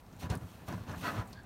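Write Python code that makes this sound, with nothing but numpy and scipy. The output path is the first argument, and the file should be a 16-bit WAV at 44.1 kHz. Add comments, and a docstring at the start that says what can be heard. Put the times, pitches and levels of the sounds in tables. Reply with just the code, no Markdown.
"""An outdoor shop, with soft air: a stiff brush scrubs sticky epoxy along the ribs of an aluminium hull.
Random bristle slips excite the resonances of the sheet, the bristles and the tips; slower shoves boom the hull.
Glue ticks are decaying noise bands, handle knocks are pulses into hull modes, and catches jolt the sheet.
Twice the brush's metal collar rasps over a rib, driving narrow resonances; a faint ringing rub comes near
the end. One close microphone feeds both channels."""
import sys
import numpy as np
from scipy import signal
from scipy.fft import rfft, irfft, next_fast_len
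from scipy.io import wavfile
from scipy.ndimage import uniform_filter1d

SR = 44100
rng = np.random.default_rng(int(sys.argv[2]) if len(sys.argv) > 2 else 0)


def ratio(d):
    """dB to gain"""
    e = np.asarray(d, float) / 20
    return 10 ** e


def waveform_to_disk(signal):
    """Save audio, clipped to [-1, 1], as 16-bit WAV at the path in sys.argv[1]."""
    frames = np.transpose(np.atleast_2d(signal))
    scaled = np.clip(frames, -1, 1) * 32767
    samples = np.round(scaled).astype(np.int16)
    wavfile.write(sys.argv[1], SR, samples)


N = 63945  # length [samples]


def unit(x):
    """Normalisation: scale to rms 1."""
    return x / np.sqrt(np.mean(x ** 2) + 1e-20)


def filtered(x, response):
    """Linear filtering: the spectrum of x times a complex response of frequency."""
    size = next_fast_len(x.shape[-1] + SR // 4)
    spectrum = rfft(x, size) * response(np.fft.rfftfreq(size, 1 / SR))
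    return irfft(spectrum, size)[..., :x.shape[-1]]


def curve(points):
    """Zero-phase spectral shaping: (frequency [Hz], level [dB]) points joined on a log frequency axis."""
    hz, db = np.transpose(points)
    return lambda f: ratio(np.interp(np.log(f + 1), np.log(hz + 1), db))


def resonant(peaks):
    """Modal superposition: damped second-order resonances of alternating sign, causal."""
    def response(f):
        total = 0
        for k, (centre, width, db) in enumerate(peaks):
            damping = 1j * f * width
            total = total + (-1) ** k * ratio(db) * damping / (centre ** 2 - f ** 2 + damping)
        return total
    return response


def slips(rate, spread_db, smooth):
    """Stick-slip friction: random impulses (rate per s) of uneven size; smooth is the power share of even noise."""
    hit = rng.random(N) < rate / SR
    sizes = ratio(spread_db * rng.standard_normal(N))
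    grains = unit(hit * rng.choice([-1, 1], size=N) * sizes)
    return np.sqrt(1 - smooth) * grains + np.sqrt(smooth) * rng.standard_normal(N)


def patchy(x):
    """Random modulation: bristles of different stiffness come and go in patches of time and frequency."""
    depth_db = 1  # rms of the gain
    z = signal.stft(x, nperseg=256)[2]
    across_hz = uniform_filter1d(rng.standard_normal(z.shape), 4, 0)
    field = uniform_filter1d(across_hz, 5, 1)
    return unit(signal.istft(z * ratio(depth_db * unit(field)), nperseg=256)[1][:N])


def swell(start, rise, hold, fall, db):
    """Envelope of a contact: smooth rise, hold and fall."""
    ramp = np.interp(np.arange(N) / SR, np.cumsum([start, rise, hold, fall]), [0, 1, 1, 0])
    return ratio(db) * np.sin(ramp * np.pi / 2) ** 2


def driven(gain, force, response):
    """Forced vibration: an enveloped force shakes a body whose output is rms 1 at steady gain 1."""
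    return filtered(gain * force, response) / np.std(filtered(force, response))


# Spectrum of the background air: (frequency [Hz], relative density [dB per Hz])
AIR_SPECTRUM = [(15, -34), (25, 8.5), (87, 4), (195, -9.5), (415, -15), (816, -10.5), (2040, -26),
                (2680, -31), (10300, -37), (12800, -36.5), (15900, -35)]


def air():
    """Stationary noise: white noise shaped into the steady background of the place."""
    rms_db = -54
    return ratio(rms_db) * unit(filtered(rng.standard_normal(N), curve(AIR_SPECTRUM)))


# Glue ticks: (time [s], onset rms of the slow decay [dB], centre [Hz], slow decay T60 [s])
GLUE_TICKS = [(0.0634, -61.5, 4400, 0.026), (0.127, -64, 5730, 0.075), (.165, -61, 8000, 0.01),
              (0.207, -54, 4500, .03), (.2995, -47.5, 4000, 0.038), (0.3005, -49.5, 6130, 0.046),
              (0.302, -50, 9100, 0.034), (0.3524, -44, 9400, 0.017), (.352, -50.5, 4940, .03),
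              (0.373, -56, 8700, 0.045), (0.6857, -42.5, 10900, 0.0077), (0.6886, -56, 5350, 0.017),
              (0.7245, -52, 5040, 0.044), (.914, -55, 5500, 0.048), (1.2747, -58.5, 7700, 0.047),
              (1.297, -58, 11300, 0.013), (1.3295, -52.5, 4440, 0.067), (1.3297, -58.5, 8700, 0.033),
              (1.4341, -62.5, 7800, .02)]


def ticks():
    """Sudden release: glue threads and bristles snap free as decaying noise bands with a sharp head."""
    width = 0.5  # of each of two cascaded resonances, over the centre
    snap_db, snap_t60_s = -1, 0.0013  # sharp head, level relative to the slow decay
    out, t = np.zeros(N + SR), np.arange(SR // 20) / SR
    for time, db, hz, t60 in GLUE_TICKS:
        band = resonant([(hz, width * hz, 0)])
        noise = unit(filtered(rng.standard_normal(len(t)), lambda f: band(f) ** 2))
        decay = ratio(-60 * t / t60) + ratio(snap_db - 60 * t / snap_t60_s)
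        out[round(time * SR):][:len(t)] += noise * ratio(db) * decay
    return out[:N]


# Modes of the whole hull: (centre [Hz], width [Hz], relative level [dB])
HULL_MODES = [(61.3, 22.3, -5.5), (101, 25.6, 0.5), (165.6, 30.3, -1.5), (186.3, 26.7, -1.5),
              (252.2, 27.8, -8.5), (345, 180, -17.5)]
# Handle knocks: (time [s], peak level [dB])
HANDLE_KNOCKS = [(0.232, -34.5), (.256, -32), (0.298, -23), (.36, -35.5), (0.429, -36), (.677, -33),
                 (.737, -35.5), (0.877, -32), (1.166, -35.5), (1.185, -29)]


def knocks():
    """Impulse response: short soft pushes of the handle ring the hull modes."""
    push_s = 0.0066
    t = np.arange(SR // 5) / SR
    push = (t < push_s) * np.sin(np.pi * t / push_s) ** 2
    ring = filtered(push, resonant(HULL_MODES))
    blows = np.zeros(N)
    for time, db in HANDLE_KNOCKS:
        blows[round(time * SR)] = ratio(db)
    return signal.fftconvolve(blows, -ring / np.abs(ring).max())[:N]


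# Faint ringing rub near the end: (start [s], rise [s], hold [s], fall [s], level [dB])
RINGING_RUB = (1.345, .006, .05, .025, -58)
# Resonances of the rib: (centre [Hz], width [Hz], relative level [dB])
RIB_MODES = [(1620, 60, 4.5), (3530, 220, -14.5), (4450, 130, -11)]


def rub():
    """Friction-driven resonance: sparser slips ring the rib."""
    return driven(swell(*RINGING_RUB), slips(630, 2.1, 0.33), resonant(RIB_MODES))


# Collar rasps: (start [s], rise [s], hold [s], fall [s], level [dB])
COLLAR_RASPS = [(1.012, 0.046, 0.029, 0.035, -38.5), (1.118, 0.06, 0.026, 0.028, -48.5)]
# Resonances of the metal collar on the rib: (centre [Hz], width [Hz], relative level [dB])
COLLAR_MODES = [(998, 32, -1), (1270, 40, 7), (1308, 67, 5.5), (1352, 82, 4.5), (1547, 73, -2),
                (1702, 38, -2.5), (1945, 49, -2.5), (2170, 54, -11.5), (2570, 170, -10), (3400, 95, -12.5)]
# High edge of the hardest rasp: (start [s], rise [s], hold [s], fall [s], level [dB])
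RASP_EDGE = (1.035, .015, .04, .015, -52)
# Its resonance: (centre [Hz], width [Hz], relative level [dB])
EDGE_MODES = [(4340, 180, 0)]


def rasps():
    """Friction-driven resonance: metal on metal slips densely into narrow modes."""
    force = slips(900, 3.3, 0.61)
    strokes = sum(swell(*row) for row in COLLAR_RASPS)
    body = driven(strokes, force, resonant(COLLAR_MODES))
    edge = driven(swell(*RASP_EDGE), force, resonant(EDGE_MODES))
    return body + edge


# Broad response of the aluminium sheet: (frequency [Hz], relative density [dB per Hz])
SHEET_CURVE = [(180, 3.5), (300, 1.5), (420, -8.5), (735, -1), (825, -6), (1010, -5), (1640, -8.5),
               (3000, -31), (3900, -68), (6600, -120)]
# Modes added on that curve: (centre [Hz], width [Hz], level relative to the curve [dB])
SHEET_MODES = [(612, 20, -11), (717, 20, -9), (992, 20, 0.5), (1305, 33, 1), (1745, 27, -7),
               (1920, 20, -39), (2540, 30, 2)]


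def sheet(f):
    """Plate response: a broad curve with added modes, weakening below 200 Hz."""
    return curve(SHEET_CURVE)(f) * (1 + resonant(SHEET_MODES)(f)) * np.clip(f / 200, 0, 1) ** 2


# Bristle bunches catch on the sheet: (time [s], starting drive level [dB])
BRISTLE_CATCHES = [(.3, -50.5), (0.309, -42), (.321, -38.5), (0.334, -37.5), (.679, -49), (.689, -51),
                   (0.726, -38), (.737, -45), (0.778, -49)]


def catches():
    """Transient excitation: each catch is a short, rough, decaying jolt of the sheet."""
    t60_s = 0.049
    t, jolt = np.arange(N) / SR, np.zeros(N)
    for time, db in BRISTLE_CATCHES:
        jolt += (t >= time) * ratio(db - 60 * np.clip(t - time, 0, 1) / t60_s)
    return driven(jolt, slips(1200, 8.8, 0.48), sheet)


def hull_boom(gain):
    """Low modal excitation: sparse uneven shoves shake the whole hull."""
    return driven(gain, slips(150, 4.5, 0.63), resonant(HULL_MODES))


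# Spectrum of the tip hiss: (frequency [Hz], relative density [dB per Hz])
TIP_SPECTRUM = [(4410, -7), (7500, -4), (9470, -0.5), (10400, -8), (12600, -0.5), (15900, -7)]


def tip_hiss(gain):
    """Friction noise: dense slips of the bristle tips make a high hiss."""
    return driven(gain, patchy(slips(1700, 4.5, 0.65)), curve(TIP_SPECTRUM))


# Spectrum of the bristle rasp: (frequency [Hz], relative density [dB per Hz])
BRISTLE_SPECTRUM = [(1470, -32), (2500, -2), (3050, -4), (3980, -4), (4340, -3.5), (4800, -11),
                    (6070, -7.5), (7500, -17), (9750, -70), (16500, -120)]


def bristle_rasp(gain, force):
    """Friction noise: the slip force shaped by the spectrum of the bristles."""
    return driven(gain, force, curve(BRISTLE_SPECTRUM))


# Brush strokes: (time [s], scrape level [dB], then levels relative to the scrape:
# hull boom [dB], bristle rasp [dB], tip hiss [dB])
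BRUSH_STROKES = [(0.0, -70, 6, 3.5, 1), (0.02, -67, 7, -20.5, -12), (0.092, -68, 16.5, -7.5, -9),
                 (0.188, -63, 8.5, -7, -9), (0.2, -63, 6, 4.5, 5), (0.226, -48.5, 9.5, -5.5, -9.5),
                 (0.262, -45, 0, -14.5, -20), (0.29, -58.5, 12, -21, -27), (0.302, -44, 9, -5, -19),
                 (0.342, -41, 1, -16, -19), (0.35, -45, 11, -22, -26), (0.394, -59.5, 8.5, -19, -10),
                 (0.424, -53.5, 10, -18, -16), (0.456, -61.5, 14, -10, -6), (0.492, -60.5, 3.5, -5.5, -5),
                 (0.654, -59, 10, -12, -12), (0.666, -73, 19, 0, 7), (0.682, -43, -9, -13.5, -15),
                 (0.694, -43, -9, -12.5, -21), (0.702, -45.5, 6, -15, -16), (0.86, -59.5, 11, -10, -13.5),
                 (0.892, -46, 6.5, -12, -18), (0.944, -43, -0.5, -22.5, -22), (0.992, -56.5, 8.5, -4, -1),
                 (1.058, -38.5, -3.5, -9.5, -16), (1.082, -39, -10, -14.5, -15),
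                 (1.134, -43, -2, -14, -16.5), (1.202, -42.5, 4.5, -13, -21.5), (1.226, -43, -28, -23, -22),
                 (1.234, -49, -4, -19, -23), (1.284, -57, 8.5, -17.5, -11), (1.328, -57.5, 5.5, -9, -12),
                 (1.4, -66, 12, -13, -26), (1.45, -56.5, 3.5, -17, -29)]


def brush():
    """Common excitation: one slip force drives sheet and bristles; boom and hiss follow the same strokes."""
    time, *columns = np.transpose(BRUSH_STROKES)
    t = np.arange(N) / SR
    scrape_db, boom_db, rasp_db, hiss_db = [np.interp(t, time, c) for c in columns]
    force = patchy(slips(1400, 3.5, 0.55))
    scrape = driven(ratio(scrape_db), force, sheet)
    boom = hull_boom(ratio(scrape_db + boom_db))
    rasp = bristle_rasp(ratio(scrape_db + rasp_db), force)
    hiss = tip_hiss(ratio(scrape_db + hiss_db))
    return scrape + boom + rasp + hiss


def scene():
    """Superposition: all sources add at one microphone that feeds both channels."""
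    mono = air() + ticks() + knocks() + rub() + rasps() + catches() + brush()
    return np.array([mono, mono])


def band_limit(x):
    """A steep low-pass at the top of the band."""
    return signal.sosfilt(signal.butter(12, 16090, fs=SR, output="sos"), x)


def record(dry):
    """Band limitation: the microphone's second-order bass roll-off and a sharp upper limit."""
    low_hz, top_hz = 45.7, 15860  # corner of each first-order stage; upper limit
    mix = filtered(dry, lambda f: (f < top_hz) * (1j * f / (low_hz + 1j * f)) ** 2)
    return band_limit(mix)


dry = scene()
out = record(dry)
waveform_to_disk(out)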